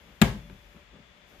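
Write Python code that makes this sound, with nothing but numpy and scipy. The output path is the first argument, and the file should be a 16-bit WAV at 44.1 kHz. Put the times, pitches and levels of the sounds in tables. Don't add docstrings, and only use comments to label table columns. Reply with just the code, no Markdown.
import sys
import numpy as np
from scipy import signal
from scipy.io import wavfile

SR = 44100
rng = np.random.default_rng(int(sys.argv[2]) if len(sys.argv) > 2 else 0)


def store_pcm(level_fs):
    pcm = np.round(np.clip(level_fs, -1, 1) * 32767).astype(np.int16)
    wavfile.write(sys.argv[1], SR, np.atleast_2d(pcm).T)


N = 61739
TIME = np.arange(N) / SR

# start_s, level_db, brightness_hz, left_minus_right_db
SNAPS = [(.2155, -7.5, 14000, 23), (0.2161, -5.5, 5000, 8), (0.2166, 3.5, 4500, 12), (.2192, -3, 5400, 12),
         (.2204, -6.5, 11000, 4.5), (.2219, -3.5, 12000, 8.5), (.2226, -3.5, 4510, 18.5),
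         (.2236, -2, 3500, -16), (.2254, 2, 2000, 4.5)]
# pitch_hz, level_db_per_hz
CRACK_COLOUR = [(150, -13), (400, -9.5), (800, 3), (1500, -3.5), (2600, 4.5), (3700, -3.5), (5200, -20.5),
                (7400, 12.5), (9500, -14.5), (15000, -0.5)]
# pitch_hz, left_right_likeness (1 = same, 0 = unrelated)
CRACK_LIKENESS = [(100, 1), (1500, 0.7), (8000, 0.36)]
# pitch_hz, left_minus_right_db
CRACK_PAN = [(400, -5.5), (1300, 1.5), (3000, 4), (5500, -5.5), (9000, -16), (14000, 4)]
CRACK_DB, CRACK_T60_S = 5, 0.0079
# pitch_hz, level_db, t60_s
LATCH_MODES = [(701.4, -21.5, .09), (788, -24.5, 0.13), (863, -29.5, 0.069), (1188, -23.5, 0.11),
               (1367, -23.5, 0.094), (1664, -16.5, 0.069), (1760, -35.5, 0.0305), (2330, -24, 0.097),
               (2462, -12, 0.041), (2598, -19.5, 0.055), (3143, -22.5, 0.044), (3504, -16.5, 0.033),
               (4000, -14.5, 0.019), (7160, -19, 0.021), (7380, -15.5, 0.024)]
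SPRING_S, SPRING_DB, SPRING_HZ, SPRING_PAN_DB = .2162, -5.5, 12200, 29.5

# pitch_hz, level_db, t60_s
SHELL_MODES = [(51.6, -28, 0.52), (66.7, -32.5, 0.51), (112.2, -24, 0.27), (130.7, -27.5, 0.4),
               (165, -22, 0.26), (191.4, -26, 0.33), (213.8, -25.5, 0.22), (270, -28, 0.24),
               (313, -20.5, 0.039), (386.2, -24.5, 0.11), (414, -40.5, .25), (508, -35.5, 0.29)]
RELEASE_S, RELEASE_DB, RELEASE_HZ = .2185, 2.5, 1510
THUMP_S, THUMP_HZ, THUMP_DB = .2138, 201.2, -8.5
THUMP_ATTACK_S, THUMP_HOLD_S, THUMP_T60_S = 0.0084, 0.00884, 0.022
CASE_PAN_DB = 5

# start_s, level_db, brightness_hz, low_edge_hz
KNOCKS = [(0.4981, -21, 2390, 260), (0.5013, -28, 1900, 260), (0.51, -21.5, 130, 40.77),
          (0.7456, -25.5, 326, 153), (0.764, -31, 790, 198), (0.931, -21.5, 433, 294),
          (.949, -27, 280, 150), (0.9858, -26, 510, 200), (1.321, -34.5, 500, 202), (1.367, -30, 54.7, 30)]
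# pitch_hz, level_db_per_hz
TAP_COLOUR = [(150, -9), (400, 7), (900, -1), (1500, -2), (2400, -3.5), (3400, -13), (8000, -30),
              (15000, -40)]
KNOCK_SHELL_DB, KNOCK_LATCH_DB = 1, -22
KNOCK_SHELL_DAMPING = 0.5

# middle_s, half_length_s, level_db
RUBS = [(-0, 0.021, -60), (0.103, 0.062, -58), (0.776, 0.031, -57), (0.962, 0.039, -60),
        (1.345, 0.049, -58)]
# pitch_hz, level_db_per_hz
RUB_COLOUR = [(50, -20), (130, -2.5), (220, 0), (400, -2.5), (700, -8), (1500, -12), (3000, -18),
              (6000, -35), (15000, -47)]

# pitch_hz, level_db_per_hz
ROOM_COLOUR = [(50, -18.5), (110, -1), (200, -7), (400, 1), (800, 2), (1500, -4), (2500, -1.5),
               (3800, -13.5), (5000, -14.5), (7500, -18.5), (10000, -24), (15000, -22.5)]
# pitch_hz, t60_s
ROOM_T60 = [(60, 0.55), (130, 0.62), (220, 0.45), (600, 0.33), (2000, 0.36), (6000, 0.37), (15000, 0.34)]
# pitch_hz, left_right_likeness (below 0 plays as 0)
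ROOM_LIKENESS = [(60, 1), (240, 1), (950, 0.15), (3770, -0.7), (15000, -0.05)]
ROOM_DB, ROOM_PAN_DB = -6, 3.5
ROOM_DELAY_S, ROOM_BUILD_S = 0.00087, 0.011
SCATTER_S, SCATTER_DB, SCATTER_HZ = .219, 9.5, 15000
LATCH_SEND_DB, CASE_SEND_DB = -15.5, -13

# pitch_hz, level_db_per_hz
HISS_COLOUR = [(30, -12.5), (50, 0), (90, -17), (170, -2.5), (260, -14.5), (450, -11), (600, -12),
               (900, -13), (1500, -12.5), (2300, -11), (3600, -15), (4800, -29), (7000, -24), (9000, -56),
               (16000, -48.5)]
# pitch_hz, left_right_likeness (below 0 plays as 0)
HISS_LIKENESS = [(60, 0.91), (240, 1), (950, -0.016), (3770, -0.43), (15000, -0.2)]
# pitch_hz, left_minus_right_db
HISS_PAN = [(60, 10.5), (180, 8), (550, 5), (1650, 9.5), (4970, 5.5), (15000, -39)]
HISS_DB = -57
# pitch_hz, level_db
HUM = [(582, -69.5), (3441, -73)]
HUM_WAVER = 1
# time_s, level_db
RUMBLE_LEVEL = [(0, -53.5), (.1, -64.5), (.48, -59), (.54, -48), (.65, -55.5), (.8, -61.5), (1.0, -62),
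                (1.1, -66), (1.3, -68), (1.39, -51)]
# pitch_hz, level_db_per_hz
RUMBLE_COLOUR = [(30, -22), (48, 1), (70, -5), (100, -17.5), (300, -31.5), (900, -34.5), (4000, -88)]
# time_s, level_db
TREBLE_LEVEL = [(0, -71), (.2, -71.5), (.5, -70.5), (.76, -72.5), (.9, -83.5), (1.25, -80.5), (1.29, -69.5),
                (1.4, -70.5)]
# pitch_hz, level_db_per_hz
TREBLE_COLOUR = [(2000, -48), (6000, 2.5), (9000, -20), (13500, 8.5), (16000, -10)]
MIC_LOW_HZ, CUTOFF_HZ = 36.2, 15400


def latch():
    spring = contact(SPRING_S, SPRING_DB, SPRING_HZ)
    out = pan(SPRING_PAN_DB) * through(spring, ringing(LATCH_MODES))
    bursts = cracks(CRACK_COLOUR, count=len(SNAPS))
    for (start_s, level_db, bright_hz, pan_db), burst in zip(SNAPS, bursts):
        click = contact(start_s, level_db + CRACK_DB, bright_hz)
        out = out + pan(pan_db) * through(click, burst)
    return out


def lid():
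    t = np.maximum(TIME - THUMP_S, 0)
    attack = np.minimum(t / THUMP_ATTACK_S, 1)
    swing = attack * fade(t - THUMP_ATTACK_S - THUMP_HOLD_S, THUMP_T60_S)
    thump = from_db(THUMP_DB) * swing * np.sin(2 * np.pi * THUMP_HZ * t)
    boom = through(contact(RELEASE_S, RELEASE_DB, RELEASE_HZ), ringing(SHELL_MODES))
    return pan(CASE_PAN_DB) * (thump + boom)


def knocks():
    clicks = sum(low_cut(contact(s, db, hz), low_hz) for s, db, hz, low_hz in KNOCKS)
    shell = from_db(KNOCK_SHELL_DB) * ringing(SHELL_MODES, KNOCK_SHELL_DAMPING)
    loose_latch = from_db(KNOCK_LATCH_DB) * ringing(LATCH_MODES)
    tap, = cracks(TAP_COLOUR, count=1)
    return pan(CASE_PAN_DB) * (through(clicks, shell + loose_latch) + through(clicks, tap))


def rubs():
    pressure = sum(from_db(db) * np.exp(-((TIME - s) / half_s) ** 2) for s, half_s, db in RUBS)
    return pan(CASE_PAN_DB) * pressure * noise(RUB_COLOUR, CRACK_LIKENESS)


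def room(x):
    build = np.clip((TIME - ROOM_DELAY_S) / ROOM_BUILD_S, 0, 1)
    tail = noise(ROOM_COLOUR, ROOM_LIKENESS, ROOM_T60) * build
    tail = rms_one(tail) / np.sqrt(N)
    return from_db(ROOM_DB) * pan(ROOM_PAN_DB) * through(x.mean(axis=0), tail)


def background():
    hiss = from_db(HISS_DB) * noise(HISS_COLOUR, HISS_LIKENESS, balance=HISS_PAN)
    rumble = from_db(np.interp(TIME, *np.transpose(RUMBLE_LEVEL))) * noise(RUMBLE_COLOUR, ROOM_LIKENESS)
    treble = from_db(np.interp(TIME, *np.transpose(TREBLE_LEVEL))) * noise(TREBLE_COLOUR)
    return hiss + pan(CASE_PAN_DB) * (hum() + rumble + treble)


def hum():
    out = 0
    for hz, db in HUM:
        waver = signal.resample(rng.standard_normal(size=(16, 2)) @ [1, 1j], N)
        tone = np.real((1 + HUM_WAVER * waver) * np.exp(2j * np.pi * hz * TIME))
        out = out + from_db(db) * rms_one(tone)
    return out


def contact(s, db, hz):
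    click = np.zeros(N) + 1e-18
    click[int(s * SR)] = from_db(db)
    return signal.sosfilt(signal.butter(2, min(hz, SR * .45), fs=SR, output="sos"), click)


def ringing(modes, damping=1):
    out = 0
    for k, (hz, db, t60) in enumerate(modes):
        gain = (-1) ** k * from_db(db)
        out = out + gain * np.sin(2 * np.pi * hz * TIME) * fade(TIME, t60 * damping)
    return out


def cracks(colour, count, size=1024):
    grain = noise(colour, CRACK_LIKENESS, balance=CRACK_PAN)
    out = []
    for k in range(count):
        burst = grain[:, (k + 1) * size:(k + 2) * size] * fade(TIME[:size], CRACK_T60_S)
        out.append(rms_one(burst) / np.sqrt(size))
    return out


def noise(spectrum, likeness=None, t60s=None, balance=None):
    edges = 28 * 2 ** np.arange(0, 9.6, .5)
    white = rng.standard_normal((2, 2, N))
    out = 0
    for k, (low, high) in enumerate(zip(edges, edges[1:])):
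        band_pass = signal.butter(2, [low, high], "band", fs=SR, output="sos")
        mid, side = signal.sosfilt(band_pass, white[k % 2])
        hz = np.sqrt(low * high)
        alike = np.clip(at_hz(likeness, hz), 0, 1) if likeness else 0
        stereo = np.sqrt(1 + alike) * mid + np.sqrt(1 - alike) * side * [[1], [-1]]
        band = from_db(at_hz(spectrum, hz)) * stereo
        if t60s:
            band = band * fade(TIME, at_hz(t60s, hz))
        if balance:
            band = band * pan(at_hz(balance, hz))
        out = out + band
    return rms_one(out)


def through(x, response):
    return signal.fftconvolve(np.atleast_2d(x), np.atleast_2d(response), axes=-1)[:, :N]


def low_cut(x, hz):
    return signal.sosfilt(signal.butter(2, hz, "high", fs=SR, output="sos"), x)


def fade(t, t60):
    return np.exp(-np.log(1000) * np.maximum(t, 0) / t60)


def pan(db):
    gains = from_db([[db / 2], [-db / 2]])
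    return gains / gains.mean()


def at_hz(points, hz):
    rows = np.array(points)
    return np.interp(np.log(hz), np.log(rows[:, 0]), rows[:, 1])


def rms_one(x):
    return x / np.sqrt(np.mean(x ** 2) + 1e-20)


def from_db(db):
    return 10 ** (np.asarray(db) / 20)


def scene():
    snap = latch()
    body = lid() + knocks()
    scatter = contact(SCATTER_S, SCATTER_DB, SCATTER_HZ)
    radiated = scatter + from_db(LATCH_SEND_DB) * snap + from_db(CASE_SEND_DB) * body
    return snap + body + room(radiated) + rubs() + background()


def record(dry):
    clipped = np.clip(low_cut(dry, MIC_LOW_HZ), -.9, .9)
    return signal.sosfilt(signal.ellip(10, .1, 80, CUTOFF_HZ, fs=SR, output="sos"), clipped)


dry = scene()
out = record(dry)
store_pcm(out)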